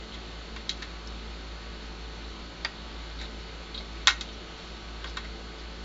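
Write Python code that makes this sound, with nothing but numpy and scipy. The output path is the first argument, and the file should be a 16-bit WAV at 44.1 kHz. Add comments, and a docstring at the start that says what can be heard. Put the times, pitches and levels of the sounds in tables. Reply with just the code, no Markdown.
"""Throughout, near-equal cooling fans and mains hum (harmonic stacks) beat over shaped air noise.
On a bench in a small workshop, small steel cutters snip wire leads and are knocked and set down from 0.1 s on:
each click is a snap, a crack, struck modes and a rattle; brief rubs are band-passed grains.
At 4.07 s the loudest snip overloads the recorder by hard clipping; smaller knocks and rubs follow."""
import sys
import numpy as np
from scipy import signal
from scipy.fft import rfft, irfft
from scipy.io import wavfile
from scipy.ndimage import uniform_filter1d

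SR = 44100
rng = np.random.default_rng(int(sys.argv[2]) if len(sys.argv) > 2 else 0)


def wav_record(signal):
    """Record a signal, one row per channel, as 16-bit PCM in the file named by sys.argv[1]."""
    frames = np.transpose(np.atleast_2d(signal))
    bounded = np.clip(frames, -1, 1)
    # unit amplitude maps onto the largest positive 16-bit level
    quanta = np.round(bounded * 32767).astype(np.int16)
    wavfile.write(sys.argv[1], SR, quanta)


N = 257544

# Fans and mains. Each row: fundamental in Hz, time in seconds at which it is in step with the first fan,
# rms speed drift as a share.
SOURCES = [(54.717, 0, .0001), (55.2, 1.459, .0005), (55.79, .378, .0002), (53.77, .89, 0),
           (58.07, .248, 0), (60.01, .186, .00001), (63.24, .046, .001), (87.61, 0, .0002)]
# Harmonics, one list per source. Each row: order, level in dB rms.
HARMONICS = [
    [(1, -43), (2, -66), (3, -59), (4, -59.5), (7, -70.5), (13, -66), (14, -65.5), (27, -69.5)],
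    [(1, -58.5), (3, -73.5), (4, -59.5), (5, -62.5), (6, -61.5), (7, -64), (8, -63), (10, -63.5), (11, -66),
     (14, -72), (15, -74), (16, -66.5), (17, -69.5), (18, -73.5), (23, -61), (24, -67.5), (25, -66.5),
     (27, -62), (28, -73), (29, -67.5)],
    [(1, -57), (2, -66), (4, -70.5)],
    [(1, -61.5)],
    [(1, -65.5)],
    [(1, -56), (2, -69), (3, -64), (6, -62.5), (8, -69.5), (17, -67.5), (19, -67.5), (35, -67.5), (49, -64),
     (67, -65.5), (71, -68.5), (73, -58), (79, -68.5)],
    [(1, -70.5), (7, -62.5), (14, -71)],
    [(1, -65), (2, -59), (4, -64.5), (13, -64.5)],
]
# Relative spectrum of the fans' air noise. Each row: frequency in Hz, level in dB.
AIR_SPECTRUM = [(15, -14), (33, 2.5), (80, -2), (150, -6), (320, 0.5), (520, -4), (900, -6.5), (1500, -7.5),
                (2000, -7), (2900, -7.5), (3900, -5), (4500, -11), (4900, -14), (7600, -22)]
# Decay of the room. Each row: frequency in Hz, t60 in seconds.
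ROOM_DECAY = [(500, .25), (1500, 0.24), (3500, 0.19), (7000, 0.22)]
# Rubs of tool or fingers. Each row: start in seconds, length in seconds, rms level before fades in dB,
# centre in Hz, width in Hz.
RUBS = [(0.109, 0.059, -47, 3480, 900), (3.168, 0.11, -44.5, 3820, 800), (3.193, 0.057, -51, 2140, 500),
        (3.39, .04, -59, 5200, 900), (4.322, 0.032, -57, 5720, 700), (4.541, 0.24, -53.5, 3530, 2500),
        (5.056, 0.064, -47.5, 4200, 1500), (5.573, 0.055, -50.5, 4000, 1500)]
# Bench, circuit board and cutters ringing together. Each row: mode in Hz, relative level in dB, t60 in seconds.
BODY_MODES = [(480, -8, .04), (705, 4, 0.026), (920, 3, .05), (1057, 4.5, .05), (1150, -11.5, 0.1),
              (1280, -31, .05), (1506, 12, 0.023), (1877, 8, 0.058), (2096, 4.5, .05), (2330, -1.5, 0.029),
              (2640, 3, 0.043), (2890, -5, .05), (3210, 1.5, .06), (3320, 4, .05), (3560, -10, 0.06),
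              (3600, -4, 0.056), (3745, 8, 0.037), (4096, 3, 0.077), (4370, 1, 0.024), (4500, 2.5, 0.026),
              (4930, -0.5, .05), (5070, -9, 0.043), (5420, -3.5, .05), (5820, -5.5, .05), (6040, -5, .05),
              (6300, -8.5, .04), (7040, -8, 0.054), (7700, -14.5, 0.034)]
# Clicks and knocks, levels before the mixing gains. Each row: start in seconds, snap level in dB, snap in Hz,
# snap t60 in seconds, ring level in dB, ring centre in Hz, spread in octaves, rattle t60 in seconds.
CLICKS = [(0.142, -38.5, 3430, .03, -49, 3000, 1.3, .1), (.562, -37, 3300, .008, -41.5, 2100, 1.3, .09),
          (0.693, -12, 3900, .009, -30, 4000, 1.05, .1), (.776, -49, 4000, .01, -55, 4500, 1.5, .06),
          (.822, -30, 4300, .008, -38.5, 2900, 1.6, .085),
          (1.073, -31.5, 5240, 0.011, -43, 5100, 0.38, .06),
          (2.648, -16, 4760, 0.012, -27.5, 1850, 1.18, 0.068), (3.099, -48, 4080, .02, -50, 2600, 1.1, .07),
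          (3.213, -40, 2140, .02, -44, 3200, 1.6, 0.15), (3.744, -34, 3850, 0.03, -35.5, 3820, 0.36, .08),
          (3.777, -33, 3900, .02, -36.5, 3900, .4, .075), (3.806, -43, 2150, .09, -58, 3000, 1.5, .06),
          (4.072, 8, 3520, 0.0039, -16, 2640, 1.48, .12),
          (4.21, -24.5, 3760, 0.027, -36.5, 4200, 1.44, .09), (4.288, -44, 3120, .05, -51, 3600, .8, .05),
          (5.043, -29, 3370, 0.01, -38.5, 1500, 1.6, 0.1), (5.170, -35, 1800, .025, -34, 1700, 1.9, .08),
          (5.245, -40, 1550, 0.017, -44.5, 2400, 1.1, 0.13)]

AIR_RMS_DB, ROOM_DB = -46, -13.5
MIC_EDGE_HZ, TOP_HZ = 7500, 16300
SPREAD_DB = -10  # reach of a blow one spread away from its centre
CRACK_WIDER = 1.28  # spread of the crack over that of the ring
CRACK_DB, CRACK_T60_S = 14.5, 0.0068  # level over the ring
GRIT_DB = 3.5  # over the ring; dies with the rattle
QUICK_T60_S, TICK_T60_S, TICK_HZ = 0.011, 0.0035, 6400
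CONTACT_S = 0.00066


def amp(db):
    """Converts dB to amplitude."""
    return 10 ** (np.asarray(db) / 20)


def evened(x):
    """Scales to rms 1."""
    return x / np.sqrt(np.mean(x ** 2) + 1e-20)


def read(points, hz):
    """Interpolates a table along log frequency."""
    f, value = np.transpose(points)
    return np.interp(np.log(hz + 1), np.log(f + 1), value)


def add(mix, start_s, sound):
    """Mixes a sound in at start_s."""
    part = mix[round(start_s * SR):][:len(sound)]
    part += sound[:len(part)]


def drift(t, top_hz, count=16):
    """Slow random wander of rms 1: sines of random phase, weaker towards top_hz."""
    wander = np.zeros(len(t))
    for hz in np.geomspace(top_hz / 20, top_hz, count):
        wander += np.sin(2 * np.pi * (hz * t + rng.random())) / np.sqrt(hz)
    return evened(wander)


def low_pass(x, hz):
    """Steep linear-phase band limit."""
    taps = signal.firwin(801, hz, window=("kaiser", 9), fs=SR)
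    return signal.oaconvolve(x, taps[None], "same")


def hum():
    """Harmonic stacks of rotation and mains; near-equal fundamentals beat against the first fan."""
    t, out = np.arange(N) / SR, np.zeros(N)
    coarse_t = t[::400]
    first_hz = SOURCES[0][0]
    for (hz, in_step_s, drift_share), harmonics in zip(SOURCES, HARMONICS):
        wander = np.interp(t, coarse_t, drift(coarse_t, 3.03))
        slip = drift_share * hz * np.cumsum(wander) / SR
        turns = hz * (t - in_step_s) + first_hz * in_step_s + slip - slip.mean()
        for order, rms_db in harmonics:
            phase = rng.random() * (order > 1)  # fundamentals keep their step
            out += np.sqrt(2) * amp(rms_db) * np.sin(2 * np.pi * (order * turns + phase))
    return out


def air():
    """Turbulence as random short-time spectra, with faint drifting patches and a slow swell."""
    hop, size = 256, 1024
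    frames, hz = N // hop + 5, np.fft.rfftfreq(size, 1 / SR)
    real, imag, patches = rng.standard_normal((frames, len(hz), 3)).T
    patches = uniform_filter1d(patches, size=10, axis=0)  # across frequency
    patches = evened(uniform_filter1d(patches, size=12, axis=1))  # across time
    swell = drift(np.arange(frames) * hop / SR, 3.7)
    level_db = read(AIR_SPECTRUM, hz)[:, None] + 0.88 * patches + 0.27 * swell
    spectra = (real + 1j * imag) * amp(level_db) * (hz < 8000)[:, None]
    noise = signal.istft(spectra, nperseg=size, noverlap=size - hop)[1][:N]
    return amp(AIR_RMS_DB) * evened(noise)


def room(x):
    """Room tail: sparse taps of random sign, each band dying at its own speed."""
    taps = np.zeros(SR // 2)
    at = np.arange(200, SR // 2 - 20, 20)
    taps[at + rng.integers(0, 20, len(at))] = rng.choice([-1., 1.], len(at))
    hz, t, spectra = signal.stft(taps, SR, nperseg=256)
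    decay = amp(-60 * t / read(ROOM_DECAY, hz)[:, None])
    tail = signal.istft(spectra * decay, SR, nperseg=256)[1]
    return signal.fftconvolve(x, tail / np.linalg.norm(tail))[:N]


def rub(length_s, level_db, centre_hz, width_hz):
    """Friction as dense uneven grains through one broad resonance."""
    count = round(length_s * SR)
    grains = rng.standard_normal(count)
    unevenness = evened(uniform_filter1d(rng.standard_normal(count), size=120))
    grains = grains * amp(2.1 * unevenness)
    edges_hz = [centre_hz - width_hz / 2, centre_hz + width_hz / 2]
    resonance = signal.butter(2, edges_hz, "band", fs=SR, output="sos")
    rubbed = evened(signal.sosfilt(resonance, grains))
    return amp(level_db) * rubbed * signal.windows.tukey(count, .6)


def bell_db(hz, centre_hz, spread_oct):
    """How strongly a blow reaches each frequency: a bell on the octave scale."""
    return SPREAD_DB * (np.log2((hz + 1) / centre_hz) / spread_oct) ** 2


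def click(snap_db, snap_hz, snap_t60_s, ring_db, centre_hz, spread_oct, rattle_t60_s):
    """A short snap, a dense crack and a blow on the modes, fed on by a dying rattle of rebounds."""
    t = np.arange(6000) / SR
    rise = 1 - np.exp(-(t / CONTACT_S) ** 2)  # the contact lasts a moment

    hz, mode_db, t60_s = np.transpose(BODY_MODES)[:, :, None]
    # each blow lands on another spot: level, tuning and sign vary
    level_draw, tuning_draw, sign_draw = rng.standard_normal((3, len(BODY_MODES), 1))
    mode_db = mode_db + ring_db + bell_db(hz, centre_hz, spread_oct) + 0.78 * level_draw
    waves = np.sign(sign_draw) * np.sin(2 * np.pi * hz * (1 + 0.0043 * tuning_draw) * t)
    quick = (amp(mode_db - 60 * t / QUICK_T60_S) * waves).sum(0) * rise  # fast early decay
    ring = (amp(mode_db - 60 * t / t60_s) * waves).sum(0) * rise

    snap = amp(snap_db - 60 * t / snap_t60_s) * np.sin(2 * np.pi * snap_hz * t) * rise
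    # bright first touch of the edges
    tick = amp(snap_db - 60 * t / TICK_T60_S) * np.sin(2 * np.pi * TICK_HZ * t) * rise

    dying = amp(-60 * t / rattle_t60_s)
    hits = rng.standard_normal(len(t))
    rebounds = hits * (rng.random(len(t)) < 6000 / SR) * dying  # 6000 a second on average
    rebounds /= np.linalg.norm(rebounds)
    rattle = signal.fftconvolve(rebounds, quick + 0.32 * ring + 0.27 * snap)[:len(t)]

    reach = amp(bell_db(np.fft.rfftfreq(len(t), 1 / SR), centre_hz, CRACK_WIDER * spread_oct))
    crack = irfft(rfft(rng.standard_normal(len(t))) * reach, len(t)) * amp(ring_db) * rise
    crack *= amp(CRACK_DB - 60 * t / CRACK_T60_S) + amp(GRIT_DB) * dying
    return 1.39 * snap + .4 * tick + 0.31 * quick + 0.059 * ring + 1.11 * rattle + crack


def scene():
    """Bench sounds with their room tail over the fans."""
    bench = np.zeros(N)
    for start_s, *settings in RUBS:
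        add(bench, start_s, rub(*settings))
    for start_s, *settings in CLICKS:
        add(bench, start_s, click(*settings))
    return (hum() + air() + amp(ROOM_DB) * room(bench) + bench)[None]


def record(dry):
    """Narrow-band microphone channel, hard overload at full scale, final band limit."""
    heard = low_pass(dry, MIC_EDGE_HZ)
    overloaded = np.clip(heard, -1, 1)
    return low_pass(overloaded, TOP_HZ)


dry = scene()
out = record(dry)
wav_record(out)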